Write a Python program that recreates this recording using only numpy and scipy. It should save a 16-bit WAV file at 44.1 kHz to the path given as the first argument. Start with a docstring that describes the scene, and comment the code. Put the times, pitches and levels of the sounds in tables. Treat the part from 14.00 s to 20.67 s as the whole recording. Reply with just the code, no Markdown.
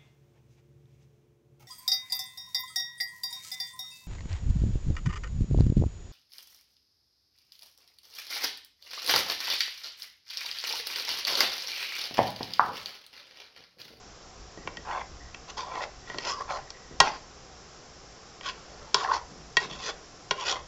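"""A kitchen, close up: a metal spoon stirs a thick mixture in a metal pot.
Each turn starts with a knock on the pot, choked by the mixture, and goes on as a scrape:
a dull churn, a hum of the pot bottom, and a bright rasp where metal meets bare metal.
The mixture slops softly and the pot wall sings, over a bed of room air and low rumble.
A small microphone overloads on the hardest knock."""
import sys
import numpy as np
from scipy import signal
from scipy.fft import rfft, irfft
from scipy.io import wavfile
from scipy.ndimage import uniform_filter1d

SR = 44100
rng = np.random.default_rng(int(sys.argv[2]) if len(sys.argv) > 2 else 0)


def int16_out(signal):
    """Quantize to a 16-bit WAV file."""
    q = np.round(np.clip(np.atleast_2d(signal).T, -1, 1) * 32767)
    wavfile.write(sys.argv[1], SR, q.astype(np.int16))


N = 294147
TIME = np.arange(N) / SR


def amp(db):
    """Decibels to gain."""
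    return 10 ** (np.asarray(db) / 20)


def unit(x):
    """Scales to rms 1."""
    return x / np.sqrt(np.mean(x ** 2) + 1e-20)


def unit_in(x, lo_hz, hi_hz):
    """Scales so that one band has rms 1."""
    bandpass = signal.butter(4, [lo_hz, hi_hz], "band", fs=SR, output="sos")
    return x / np.std(signal.sosfilt(bandpass, x))


def read(points, hz):
    """Reads a curve on a log-frequency axis."""
    f, value = np.transpose(points)
    return np.interp(np.log(hz + 1), np.log(f + 1), value)


def add(mix, s, sound):
    """Mixes a sound in at s seconds."""
    part = mix[max(round(s * SR), 0):][:len(sound)]
    part += sound[:len(part)]


def eq(x, points):
    """Minimum-phase EQ through points of f/Hz, level/dB."""
    log_gain = np.log(amp(read(points, abs(np.fft.fftfreq(4096, 1 / SR)))))
    taps = np.fft.ifft(np.exp(np.conj(signal.hilbert(log_gain)))).real
    return signal.oaconvolve(x, taps)[:len(x)]


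def resonate(x, hz, width_hz):
    """A sweepable resonance of gain 1."""
    turn = np.exp(2j * np.pi * np.cumsum(hz * np.ones(len(x))) / SR)
    pole = np.exp(-np.pi * width_hz / SR)
    return 2 * (turn * signal.lfilter([1 - pole], [1, -pole], x / turn + 1e-18)).real


def wander(hz):
    """Random modulation of rms 1, up to about the given rate."""
    lowpass = np.exp(-(np.fft.rfftfreq(N, 1 / SR) / hz) ** 2)
    return unit(irfft(rfft(rng.standard_normal(N)) * lowpass, N))


def slips(per_s, spread_db, smooth):
    """Stick and slip: tiny jerks of uneven size over a smooth rub."""
    size = amp(spread_db * np.minimum(rng.exponential(1, N), 3)) * rng.choice([-1, 1], N)
    jerks = unit(size * (rng.random(N) < per_s / SR))
    return unit(jerks + smooth * rng.standard_normal(N))


def roam(x, depth_db, width_hz, hold_s):
    """As the contact point travels, it feeds some modes and starves others."""
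    hz, t, spectrum = signal.stft(x, SR, nperseg=512)
    patches = rng.standard_normal(spectrum.shape)
    patches = uniform_filter1d(patches, max(round(width_hz / hz[1]), 1), axis=0)
    patches = uniform_filter1d(patches, max(round(hold_s / t[1]), 1), axis=1)
    gain = amp(depth_db * np.clip(unit(patches), -2, 2))
    return signal.istft(spectrum * gain, SR, nperseg=512)[1][:N]


def movement(swell_s, hold_s, release_s):
    """Pressure envelope: swells by 15 dB, holds, then falls 23 dB per release time."""
    t = np.arange(0, swell_s + hold_s + 3 * release_s, 1 / SR)
    bite = np.minimum(t / 0.006, 1)
    building = np.maximum(1 - t / swell_s, 0)
    letting_go = np.maximum(t - swell_s - hold_s, 0) / release_s
    return bite * amp(-15 * building - 23 * letting_go)


def ring(modes, t, detune):
    """Dying modes; their pitch shifts a little with the place of the blow."""
    out = np.zeros(len(t))
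    for hz, db, t60 in modes:
        pitch_hz = hz * (1 + detune * rng.standard_normal())
        out += amp(db - 60 * t / t60) * np.sin(2 * np.pi * (pitch_hz * t + rng.random()))
    return out


def struck(x, t, rise_s):
    """Gives a ring its attack, and rms 1 over its first 15 ms."""
    x = x * (1 - np.exp(-(t / rise_s) ** 2))
    return x / np.sqrt(np.mean(x[t < .015] ** 2))


# EQ of the room air and of the rumble: f/Hz, level/dB
AIR_EQ = [(25, -7.5), (90, -9), (145, -7), (260, -11.5), (440, -7.5), (620, -12.5), (750, -7), (900, -16),
          (1040, -11), (2300, -20.5), (4300, -21), (5400, -13), (6200, -18), (7700, -23.5)]
RUMBLE_EQ = [(12, -17), (25, -3), (42, -8.5), (54, 2), (68, -6), (95, -15), (150, -18), (400, -51.5)]
# fader ride of the rumble: t/s, level/dB
RUMBLE_RIDE = [(0, -55), (.6, -56), (.9, -48.5), (1.3, -48.5), (1.7, -60), (2.2, -52), (3.3, -54.5),
               (4.0, -65.5), (4.5, -58), (5.1, -53), (5.5, -60), (6.67, -55)]


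def room_tone():
    """The bed: steady air with microphone hiss, over a wavering rumble."""
    air = unit(eq(rng.standard_normal(N), AIR_EQ)) * amp(-49)
    low_shape = amp(read(RUMBLE_EQ, np.fft.rfftfreq(N, 1 / SR)))
    low_end = irfft(rfft(rng.standard_normal(N)) * low_shape, N)
    rumble = unit(low_end * amp(3 * wander(hz=6.8)))
    return air + rumble * amp(np.interp(TIME, *np.transpose(RUMBLE_RIDE)))


# reverb decay of the kitchen: f/Hz, t60/s
ROOM_DECAY = [(150, 0.4), (500, .38), (1200, 0.2), (2000, 0.34), (7500, 0.14)]


def kitchen_reverb(x, predelay_s):
    """Dense, warm small-room echoes, each band dying at its own speed."""
    size = SR // 2
    reflections = rng.standard_normal(size) * (rng.random(size) < 4000 / SR)
    hz, t, spectrum = signal.stft(reflections, SR, nperseg=256)
    tilt_db = read([(200, 6), (1200, 1.5), (3000, -1.5), (7500, -4)], hz)[:, None]
    decay_db = 60 * t / read(ROOM_DECAY, hz)[:, None]
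    tail = signal.istft(spectrum * amp(tilt_db - decay_db), SR, nperseg=256)[1]
    tail *= np.clip(np.arange(len(tail)) / SR / predelay_s - 1, 0, 1)
    return signal.fftconvolve(x, tail / np.linalg.norm(tail))[:N]


# cues for the heaves of the mixture: t/s, swell/s, level/dB
HEAVE_CUES = [(0.575, .012, -50.5), (0.63, .02, -49), (0.72, .06, -53.5), (1.09, 0.014, -55),
              (2.10, 0.054, -49), (2.905, 0.0089, -49), (5.29, 0.031, -51), (5.36, 0.034, -53.5),
              (5.60, 0.055, -48.5), (5.70, 0.017, -46.5)]


def heaves():
    """The mixture folds over with a low, soft slop."""
    slop = eq(slips(per_s=180, spread_db=1.5, smooth=0.368),
              [(60, -33.5), (150, 1), (260, 0), (420, -2.5), (900, -23), (3000, -34)])
    gain = np.zeros(N)
    for s, swell_s, db in HEAVE_CUES:
        add(gain, s, amp(db) * movement(swell_s, hold_s=0.013, release_s=0.079))
    return unit_in(slop, 130, 400) * gain


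# cues for the spoon's side brushing the wall: t/s, hold/s, level/dB
BRUSH_CUES = [(0.567, .22, -58.5), (1.172, .02, -52), (2.01, .17, -51.5), (2.447, 0.44, -60.5)]


def brushes():
    """Light, broken rubbing keeps the wall's main mode singing."""
    rub = slips(per_s=220, spread_db=4, smooth=.3) * amp(3 * wander(hz=40))
    sing = resonate(resonate(rub, 1915, width_hz=110), 1915, width_hz=500)
    gain = np.zeros(N)
    for s, hold_s, db in BRUSH_CUES:
        add(gain, s, amp(db) * movement(swell_s=.03, hold_s=hold_s, release_s=0.11))
    return unit(sing) * gain


# EQ of the churn: f/Hz, level/dB
CHURN_EQ = [(120, -45), (250, -22.5), (400, -7.5), (590, -1.5), (700, -3.5), (850, 2), (1150, -15.5),
            (1370, -4), (1700, -10.5), (2200, -10), (2850, -24.5), (3350, -21.5), (3800, -33.5),
            (7800, -35.5)]


def churn(judder):
    """The dull body of the scrape: the spoon drags through the mixture."""
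    drag = eq(slips(per_s=650, spread_db=4, smooth=.45) * amp(2.2 * judder), CHURN_EQ)
    return unit_in(roam(drag, depth_db=5.5, width_hz=170, hold_s=0.053), 300, 1100)


def bottom_hum(judder, pressure):
    """The rubbed pot bottom hums, sagging in pitch as the spoon pushes harder through the mixture."""
    rub = slips(per_s=1200, spread_db=3.5, smooth=0.7) * amp(3.1 * judder)
    hum_hz = (1065 - 131 * pressure) * (1 + 0.031 * wander(hz=25))
    hum = resonate(resonate(rub, hum_hz, width_hz=93), hum_hz, width_hz=210)
    return unit_in(hum, 990, 1100)


# EQ of the rasp: f/Hz, level/dB
RASP_EQ = [(200, -21.5), (400, -4.5), (650, -9), (850, -13), (1400, 0.5), (2100, -10.5), (2500, -1),
           (2950, -3.5), (3400, 0), (3900, -9), (4600, -3.5), (5900, -1), (6700, -6.5), (7800, -12.5)]
# resonances that the rasp sets ringing: f/Hz, width/Hz, level/dB
RASP_PEAKS = [(380, 100, 8.5), (1450, 110, 2.5), (1896, 66, 11), (2610, 28, -10.5), (4440, 45, -16)]


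def rasp(centre_hz):
    """The bright edge of the scrape: metal grinds on bare metal."""
    grit = eq(slips(per_s=1400, spread_db=3.5, smooth=.55) * amp(1.4 * wander(hz=120)), RASP_EQ)
    grit += sum(amp(db) * resonate(grit, hz, width) for hz, width, db in RASP_PEAKS)
    # the spoon's strongest resonance moves as it tilts
    grit += amp(10.5) * resonate(grit, centre_hz, width_hz=1200)
    return unit_in(roam(grit, depth_db=3.8, width_hz=260, hold_s=.07), 2500, 7500)


# cues for the pushes along the pot:
# t/s, swell/s, hold/s, release/s, churn level/dB, hum level/dB, rasp level/dB, rasp centre f/Hz
PUSH_CUES = [(0.847, 0.038, 0.13, .02, -38, -38.5, -53, 3300),
             (1.476, 0.027, 0.0056, 0.012, -47, -44, -41.5, 3650),
             (1.564, .01, 0.018, 0.1, -42, -39, -37.5, 4500),
             (1.649, .11, 0.048, .025, -39.5, -39, -50, 4200),
             (1.809, 0.022, 0.0085, .022, -30.5, -35, -39.5, 3950),
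             (2.046, 0.036, 0.14, .05, -53, -61, -53.5, 4200),
             (2.193, 0.081, .02, 0.041, -41.5, -42, -34.5, 4550),
             (2.266, 0.027, 0.017, 0.064, -41.5, -31, -33, 5000),
             (2.327, 0.063, 0.034, 0.054, -45.5, -39.5, -50.5, 4750),
             (2.475, 0.028, 0.055, 0.064, -38.5, -39.5, -45.5, 4500),
             (3.016, 0.0091, .05, 0.035, -37, -41, -39, 4300),
             (3.061, 0.018, .008, 0.021, -27, -40, -38, 4750),
             (3.094, .015, 0.042, .07, -41.5, -46.5, -47.5, 4500),
             (4.428, 0.042, 0.024, 0.029, -50.5, -40, -35, 3300),
             (4.515, .05, 0.4, 0.055, -57, -66, -61.5, 4520),
             (4.938, .01, 0.071, 0.05, -50, -36.5, -37.5, 3850),
             (5.003, .03, .012, 0.067, -37.5, -34, -41, 4300),
             (5.069, 0.042, 0.03, 0.041, -32, -27.5, -44.5, 4700),
             (5.106, 0.036, 0.021, .035, -34, -29, -38, 4700),
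             (5.595, 0.0092, 0.042, .04, -42.5, -44.5, -40.5, 3750),
             (5.69, 0.0091, 0.053, 0.077, -49.5, -48, -44.5, 3380),
             (5.782, .095, 0.029, 0.017, -42, -43.5, -34.5, 4100),
             (6.36, .04, 0.036, 0.098, -46.5, -39, -39.5, 3420),
             (6.444, 0.038, 0.029, 0.067, -39.5, -42, -27.5, 3550),
             (6.501, .03, .035, 0.059, -43.5, -40, -49.5, 3500)]


def scrapes():
    """The spoon judders along the pot, each push with its own blend of churn, hum and rasp."""
    churn_power, hum_power, rasp_power, weighted_hz = np.zeros((4, N))
    for s, swell_s, hold_s, release_s, churn_db, hum_db, rasp_db, rasp_hz in PUSH_CUES:
        power = movement(swell_s, hold_s, release_s) ** 2
        add(churn_power, s, power * amp(churn_db) ** 2)
        add(hum_power, s, power * amp(hum_db) ** 2)
        add(rasp_power, s, power * amp(rasp_db) ** 2)
        add(weighted_hz, s, power * amp(rasp_db) ** 2 * rasp_hz)
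    # where pushes overlap, the loudest rasp pulls the centre its way
    active = rasp_power > 0
    centre_hz = np.interp(TIME, TIME[active], weighted_hz[active] / rasp_power[active])
    churn_gain, hum_gain, rasp_gain = np.sqrt([churn_power, hum_power, rasp_power])
    judder = wander(hz=100)
    return (churn(judder) * churn_gain
            + bottom_hum(judder, pressure=churn_gain / churn_gain.max()) * hum_gain
            + rasp(centre_hz) * rasp_gain)


# mode of the free pot wall: f/Hz, level/dB, t60/s
WALL_MODES = [(1898, 0, 0.091)]


def wall_pings():
    """The free wall above the mixture answers each knock with one short ping."""
    out, t = np.zeros(N), np.arange(SR // 6) / SR
    for s, _, _, ping_db, _, _ in KNOCK_CUES:
        # after a light tap the spoon stays on the wall and damps it
        damping = np.exp(-t * 3 * max(-ping_db - 30, 0))
        ping = ring(WALL_MODES, t, detune=0) * damping
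        add(out, s, amp(ping_db) * struck(ping, t, rise_s=0.0017))
    return out


# modes of the whole filled pot, its bottom and the spoon: f/Hz, level/dB, t60/s
BODY_MODES = [(163, -14, 0.12), (397, -2.5, 0.095), (525, -5.5, 0.053), (645, 1, 0.046)]
BOTTOM_MODES = [(807, -19.5, 0.11), (974, 2, 0.025), (1062, -3.5, 0.049), (1407, -7, 0.052),
                (1452, -13.5, 0.0748), (1608, -17, 0.077)]
SPOON_MODES = [(2336, 1, 0.025), (2756, -1.5, 0.027), (3222, -1, 0.031), (3304, -4, 0.0083),
               (4600, -25, .013), (4590, 2.5, .012), (5390, 6.5, 0.014), (5825, 2, 0.017),
               (6800, -15.5, 0.0093), (7600, -20.5, .01)]
# cues for the knocks and catches of the spoon:
# t/s, thud level/dB, clonk level/dB, wall ping level/dB, clink level/dB, clink centre f/Hz
KNOCK_CUES = [(0.5742, -44.5, -58, -55, -60, 4460), (0.674, -39, -36, -49, -37.5, 2280),
              (0.77, -52, -49.5, -41, -43, 3570), (0.9114, -52, -40, -44, -47, 2930),
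              (1.3452, -53.5, -49.5, -51, -43, 3370), (1.7537, -52, -42, -54, -47.5, 3750),
              (1.8065, -54, -39, -41, -56, 3240), (2.099, -45.5, -44.5, -39, -46.5, 3230),
              (2.144, -45, -45, -53, -52, 3540), (2.1839, -42, -44.5, -41, -34.5, 3800),
              (2.2504, -47, -41.5, -49, -38, 4350), (2.502, -48.5, -48, -52, -62, 4300),
              (2.7037, -63, -52, -65, -41, 5070), (3.0019, -26.5, -14, -20.5, -14, 4240),
              (4.41, -55, -51, -53, -46.5, 3230), (4.9437, -31, -23, -40.5, -19, 4730),
              (5.5687, -33.5, -27, -19, -21.5, 3760), (6.309, -33, -26.5, -37.5, -25, 3530)]


def knocks():
    """The spoon hits the pot: its body thuds, the bottom clonks, the spoon clinks."""
    out, t = np.zeros(N), np.arange(SR // 4) / SR
    for s, thud_db, clonk_db, _, clink_db, clink_hz in KNOCK_CUES:
        # the transient: the spoon chatters for a few milliseconds as it lands
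        chatter = rng.standard_normal(len(t)) * np.exp(-(t / 0.0032) ** 0.67)
        punch = eq(chatter, [(20, -3.5), (50, -1.5), (100, -6.5), (250, -7), (420, 9),
                             (700, -9.5), (1500, -35)])
        thud = unit(ring(BODY_MODES, t, detune=0.00445)) + 0.56 * unit(punch)
        clack = eq(chatter, [(300, -21.5), (700, 7), (1500, 8), (2300, -2), (4000, -16.5)])
        clonk = unit(ring(BOTTOM_MODES, t, detune=0.0066)) + 0.32 * unit(clack)
        crack = eq(chatter, [(900, -26), (2300, 4), (5500, -1), (7800, -1.5)])
        clink = unit(ring(SPOON_MODES, t, detune=0.019)) + 0.86 * unit(crack)
        # the place and hardness of the contact favour one region of the spoon's modes
        clink = eq(clink, [(clink_hz / 2, -9), (clink_hz / 1.26, 0), (clink_hz * 1.07, 0),
                           (clink_hz * 1.98, -10), (clink_hz * 3, -18)])
        clink += amp(-9.5) * resonate(clink, clink_hz, width_hz=770)
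        # light taps stay in the mixture, which chokes them sooner
        choke = np.exp(-t * 12 * max(-clink_db - 29, 0))
        add(out, s, amp(thud_db) * struck(thud * choke, t, rise_s=0.0024))
        add(out, s, amp(clonk_db) * struck(clonk * choke, t, rise_s=0.0018))
        add(out, s, amp(clink_db) * struck(clink * choke, t, rise_s=0.00084))
    return out


def scene():
    """Mono mix: knocks and stirring feed the reverb; the wall's ping stays dry, so it dies quickly."""
    hits = knocks()
    stirring = scrapes() + brushes() + heaves()
    reverb = kitchen_reverb(amp(-14.5) * hits + amp(-14) * stirring, predelay_s=0.0021)
    return (hits + wall_pings() + stirring + reverb + room_tone())[None]


def high_cut(x, hz, taps, beta):
    """Linear-phase low-pass."""
    kernel = signal.firwin(taps, hz, window=("kaiser", beta), fs=SR)
    return signal.oaconvolve(x, kernel[None], "same")


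def record(dry):
    """A narrow-band microphone soft-clips on the hardest knock; two high cuts round off the edge."""
    narrow = high_cut(dry, hz=7680, taps=301, beta=8)
    ceiling = .72
    clipped = narrow / (1 + (narrow / ceiling) ** 8) ** (1 / 8)
    softened = high_cut(clipped, hz=10200, taps=31, beta=6)
    return high_cut(softened, hz=12000, taps=255, beta=9)


dry = scene()
out = record(dry)
int16_out(out)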